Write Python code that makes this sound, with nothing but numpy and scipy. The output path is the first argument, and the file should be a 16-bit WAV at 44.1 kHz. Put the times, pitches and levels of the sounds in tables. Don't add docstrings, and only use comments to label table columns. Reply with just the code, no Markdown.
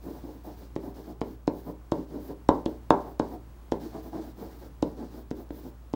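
import sys
import numpy as np
from scipy import signal
from scipy.fft import rfft, irfft
from scipy.io import wavfile
from scipy.ndimage import uniform_filter1d

SR = 44100
rng = np.random.default_rng(int(sys.argv[2]) if len(sys.argv) > 2 else 0)


def file_out(sig):
    cols = np.atleast_2d(sig).T
    lim = np.clip(cols, -1, 1)
    pcm = np.round(lim * 32767).astype(np.int16)
    wavfile.write(sys.argv[1], SR, pcm)


N = 262395

# frequency in Hz, relative level in dB.
ROOM_TONE_SPECTRUM = [(20, -18), (45, 4), (110, 3), (170, -1.5), (310, -4), (480, -12.5), (1000, -13),
                      (2000, -25), (4000, -30), (9000, -34), (16000, -35)]
# frequency in Hz, mean peak level in dB.
ELECTRICAL_TONES = [(58.7, -44.5), (118, -57.5), (15734, -71.5)]
# start in seconds, length in seconds, fastest moment as a share
# of the length (0-1), judder in dB, sharp slips relative to the judder in dB, hiss in dB, sizzle in dB.
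LETTER_STROKES = [(0.014, .13, 0.55, -35.5, -9, -62, -65), (0.13, 0.081, 0.38, -43, -6.5, -63, -62),
                  (0.203, 0.23, 0.16, -42.5, -8.5, -66, -68), (0.433, 0.13, 0.24, -42, -4, -64.5, -62.5),
                  (0.561, 0.12, .45, -48, -7, -62.5, -65), (0.793, 0.13, 0.57, -40, -6.5, -65, -66),
                  (0.939, 0.11, 0.28, -39.5, -7.5, -62, -62), (1.039, 0.096, .55, -39.5, -7, -63.5, -66),
                  (1.232, 0.13, 0.37, -43, -13, -63.5, -67.5), (1.498, 0.14, .52, -43.5, -8, -64, -64),
                  (1.63, 0.098, 0.63, -36, -7.5, -63, -62), (1.924, 0.13, 0.3, -34.5, -12, -63, -68),
                  (2.069, .17, 0.45, -37.5, -9.5, -65.5, -70), (2.196, 0.095, 0.82, -46.5, -4.5, -65, -59),
                  (2.277, 0.058, .45, -36.5, -10, -62, -66), (2.504, 0.13, .35, -35, -8, -64, -68),
                  (2.67, 0.11, 0.25, -41.5, -8, -66.5, -69), (2.922, 0.11, 0.24, -37.5, 1, -63, -71),
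                  (3.0, 0.15, 0.38, -44.5, 1, -67, -67), (3.215, 0.076, .4, -46, -9, -61.5, -73),
                  (3.277, 0.093, .68, -41.5, -2.5, -64, -63), (3.72, 0.069, 0.33, -39.5, -8, -65, -66),
                  (3.794, 0.12, 0.37, -40, -10, -58.5, -62), (3.903, 0.12, 0.44, -35, -6, -59.5, -67),
                  (4.02, 0.093, 0.45, -42.5, -7, -62.5, -61.5), (4.109, 0.12, 0.42, -33, -5.5, -62.5, -66),
                  (4.211, 0.12, 0.22, -43.5, -5.5, -61.5, -64), (4.358, 0.18, 0.29, -40, -5.5, -62.5, -66),
                  (4.506, 0.1, 0.4, -49.5, -8.5, -66.5, -68), (4.587, 0.1, 0.45, -45, -7, -64, -63),
                  (4.841, .1, .35, -36.5, -11.5, -65, -69), (4.942, 0.15, 0.5, -35.5, -9.5, -63.5, -69),
                  (5.084, .15, 0.53, -39.5, -8, -62.5, -64.5), (5.347, 0.097, .5, -40.5, -8, -64, -66.5),
                  (5.511, 0.11, 0.64, -44.5, -11, -64, -62.5), (5.613, 0.097, 0.43, -38, -9, -62.5, -63)]
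# frequency in Hz, relative level in dB.
PANEL_RING_MODES = [(102, -12), (171, -9), (230, -7), (265, -6), (291, -4), (309, 1), (350, -7), (393, -4),
                    (445, -1), (505, -7), (545, -6), (571, -3), (612, -5), (645, -6), (734, -4), (846, -4),
                    (875, -1), (930, -7), (1022, -3), (1057, -7), (1098, -7), (1318, -19), (1367, -20),
                    (1510, -27), (1669, -29)]
# frequency in Hz, relative level in dB.
PANEL_THUD_SPECTRUM = [(30, -17), (90, -12.5), (160, -8), (210, -6.5), (295, 2), (365, -3.5), (450, -5),
                       (720, -5), (1050, -4), (1320, -18.5), (1900, -29), (2700, -40.5), (4500, -46.5),
                       (14000, -68.5)]
# frequency in Hz, relative level in dB.
SOFT_SLIP_SPECTRUM = [(60, -17), (170, -1.5), (300, -2), (440, -5.5), (590, -11.5), (1500, -33)]
# frequency in Hz, relative level in dB.
SHARP_SLIP_SPECTRUM = [(300, -31), (520, -1), (735, 5), (900, -1.5), (1100, -6.5), (1600, -2.5), (4000, -6)]
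# frequency in Hz, relative level in dB.
HISS_SPECTRUM = [(700, -0.5), (1600, 2.5), (2600, -8.5), (3700, -2), (5000, -1.5), (6200, -6), (7500, -9.5),
                 (9000, -12), (10500, -16), (16000, -44)]
# frequency in Hz, relative level in dB.
SIZZLE_SPECTRUM = [(7000, -14.5), (10000, -10.5), (12500, -1), (14000, -1.5), (15500, 7.5), (16000, -25)]
# moment the nib seats in seconds, speed of approach in m/s,
# thump in dB, hardness of the blow in dB.
BOARD_TOUCHES = [(0.7626, .17, -25, -14), (1.2152, 0.22, -23.5, -9), (1.4775, 0.25, -18, -11),
                 (1.9204, 0.35, -18, -9), (2.49, 0.61, -12.5, -2.16), (2.6607, .32, -21, -12.5),
                 (2.906, 0.68, -13.5, 1), (3.198, 0.43, -20, -4.5), (3.721, 0.3, -19.5, -8.5),
                 (4.827, .52, -18.5, -12), (5.3123, 0.22, -25, -20.5), (5.5059, 0.07, -31.5, -15),
                 (5.9372, 0.21, -24, -10)]
# frequency in Hz, relative level in dB.
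TICK_SPECTRUM = [(500, -2.5), (2300, -11), (3500, -7.5), (5300, 1.5), (7300, -5), (10000, -15.5),
                 (16000, -25)]
# frequency in Hz, relative level in dB.
CRACK_SPECTRUM = [(1000, 0.5), (2700, -14.5), (3700, -8.5), (5500, -20.5), (7500, -25.5), (10000, -37),
                  (16000, -35)]

ROOM_TONE_DB = -54
JUDDER_POWER, HISS_POWER, SIZZLE_POWER = 1.84, 0.39, 0.54
PANEL_T60_S = 0.26
RING_DB = -10
DISPERSION_S = 0.000774
NIB_PLAY_M = 0.001
TICK_DB, TICK_POWER = -34, 1.34
CRACK_DB = -17
ROOM_T60_S, ROOM_T60_TREBLE_S = 0.36, 0.12
ROOM_DB, ROOM_TREBLE_DB = -9, -12.5
TOP_HZ = 16000


def amp(db):
    return 10 ** (np.asarray(db) / 20)


def unit(x):
    return x / np.sqrt(np.mean(x ** 2))


def burst(x, seconds):
    return x * np.sqrt(seconds * SR / np.sum(x ** 2))


def colour(points, size=4096):
    hz, db = np.transpose(points)
    bins = np.maximum(np.arange(size // 2 + 1) * SR / size, 1)
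    level_db = np.interp(np.log(bins), np.log(hz), db)
    cepstrum = irfft(np.log(amp(level_db)))
    cepstrum[1:size // 2] *= 2
    cepstrum[size // 2 + 1:] = 0
    return irfft(np.exp(rfft(cepstrum)))


def through(x, response):
    return signal.fftconvolve(x, response)[:len(x)]


def add(track, s, sound):
    i = int(s * SR)
    track[i:i + len(sound)] += sound[:max(N - i, 0)]


def walk(rate):
    hold = max(int(SR / rate), 1)
    steps = np.repeat(rng.standard_normal(N // hold + 1), hold)
    slewed = uniform_filter1d(uniform_filter1d(steps, hold), hold)
    return unit(slewed[:N])


def grains(rate, spread_db):
    sizes = amp(spread_db * np.minimum(rng.exponential(size=N), 4))
    happens = rng.random(N) < rate / SR
    return unit(happens * sizes * rng.choice([-1, 1], N))


def background():
    t = np.arange(N) / SR
    air = unit(through(rng.standard_normal(N), colour(ROOM_TONE_SPECTRUM)))
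    out = air * amp(ROOM_TONE_DB + 0.92 * walk(3.97))
    for hz, db in ELECTRICAL_TONES:
        level = amp(db + 0.31 * walk(8.7))
        out += level * np.sin(2 * np.pi * hz * t + 0.1 * walk(10))
    return out


def stroke_speed(length_s, fastest):
    progress = np.linspace(0, 1, int(length_s * SR))
    peak = np.clip(fastest, 0.1, 0.9)
    half_turns = np.interp(progress, [0, peak, 1], [0, 0.5, 1])
    return np.abs(np.sin(np.pi * half_turns))


def stroke_levels():
    soft, sharp, hiss, sizzle = np.zeros((4, N))
    for s, length_s, fastest, judder_db, sharp_db, hiss_db, sizzle_db in LETTER_STROKES:
        speed = stroke_speed(length_s, fastest)
        add(soft, s, amp(judder_db) * speed ** JUDDER_POWER)
        add(sharp, s, amp(judder_db + sharp_db) * speed ** JUDDER_POWER)
        add(hiss, s, amp(hiss_db) * speed ** HISS_POWER)
        add(sizzle, s, amp(sizzle_db) * speed ** SIZZLE_POWER)
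    return soft, sharp, hiss, sizzle


def panel_response():
    t = np.arange(SR // 2) / SR
    thud = colour(PANEL_THUD_SPECTRUM, size=len(t))
    ring = np.zeros(len(t))
    for hz, db in PANEL_RING_MODES:
        gain = amp(db + 2 * rng.standard_normal())
        t60 = PANEL_T60_S * (400 / hz) ** 0.3
        decay = np.exp(-np.log(1000) * t / t60)
        ring += gain * np.sin(2 * np.pi * (hz * t + rng.random())) * decay
    ring *= 1 - np.exp(-t / 0.001)
    blow = burst(thud, 0.016) + amp(RING_DB) * burst(ring, 0.044)
    bins = np.maximum(np.arange(len(t) // 2 + 1) * SR / len(t), 1)
    lag = DISPERSION_S * np.sqrt(300 / bins)
    phase = 2 * np.pi * np.cumsum(lag) * SR / len(t)
    response = irfft(rfft(blow) * np.exp(-1j * phase))
    fade = np.cos(np.pi / 2 * t / t[-1])
    return response * fade


def judder(soft_gain, sharp_gain):
    force = grains(rate=2300, spread_db=2) * amp(2.33 * walk(90))
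    travel = 1.156 * walk(3)
    out = np.zeros(N)
    for share in (np.cos(travel), np.sin(travel)):
        panel = panel_response()
        soft = burst(through(panel, colour(SOFT_SLIP_SPECTRUM)), 1 / SR)
        sharp = burst(through(panel, colour(SHARP_SLIP_SPECTRUM)), 1 / SR)
        slips = share * force * rng.choice([-1, 1], N)
        out += through(slips * soft_gain, soft)
        out += through(slips * sharp_gain, sharp)
    return out


def felt(hiss_gain, sizzle_gain):
    hiss = unit(through(grains(rate=9000, spread_db=0.5), colour(HISS_SPECTRUM)))
    hiss *= amp(1.16 * walk(40))
    sizzle = unit(through(grains(rate=15000, spread_db=3.0), colour(SIZZLE_SPECTRUM)))
    sizzle *= amp(1.9 * walk(30))
    return hiss * hiss_gain + sizzle * sizzle_gain


def contact(hard_db):
    points = [(380, 0.0064), (650, 0.75 * hard_db), (1250, 1.62 * hard_db), (3000, 0.12 * hard_db)]
    return colour(points, size=512)


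def touches():
    out = np.zeros(N)
    tick = burst(colour(TICK_SPECTRUM), 0.0024)
    crack = burst(colour(CRACK_SPECTRUM), 0.0013)
    t = np.arange(len(crack)) / SR
    for s, speed, thump_db, hard_db in BOARD_TOUCHES:
        rattle = rng.standard_normal(len(t)) * np.exp(-t / 0.003)
        buzz = burst(through(rattle, crack), 0.0022)
        thump = through(panel_response(), contact(hard_db))
        add(out, s - NIB_PLAY_M / speed, amp(TICK_DB) * speed ** TICK_POWER * tick)
        add(out, s, amp(thump_db + CRACK_DB) * (crack + amp(3.0) * buzz))
        add(out, s, amp(thump_db) * thump)
    return out


def room(x):
    t = np.arange(SR * 2 // 3) / SR
    noise = rng.standard_normal(len(t)) * np.clip((t - 0.004) / 0.0015, 0, 1)
    long_tail = burst(noise * np.exp(-np.log(1000) * t / ROOM_T60_S), 1 / SR)
    short_tail = burst(noise * np.exp(-np.log(1000) * t / ROOM_T60_TREBLE_S), 1 / SR)
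    low = signal.sosfilt(signal.butter(2, 1500, fs=SR, output="sos"), long_tail)
    high = signal.sosfilt(signal.butter(2, 1500, "high", fs=SR, output="sos"), short_tail)
    return x + through(x, amp(ROOM_DB) * low - amp(ROOM_TREBLE_DB) * high)


def scene():
    soft, sharp, hiss, sizzle = stroke_levels()
    marker = touches() + judder(soft, sharp) + felt(hiss, sizzle)
    return (room(marker) + background())[None]


def record(dry):
    top_cut = signal.ellip(10, 0.1, 70, TOP_HZ, fs=SR, output="sos")
    return signal.sosfilt(top_cut, np.clip(dry, -1, 1))


dry = scene()
out = record(dry)
file_out(out)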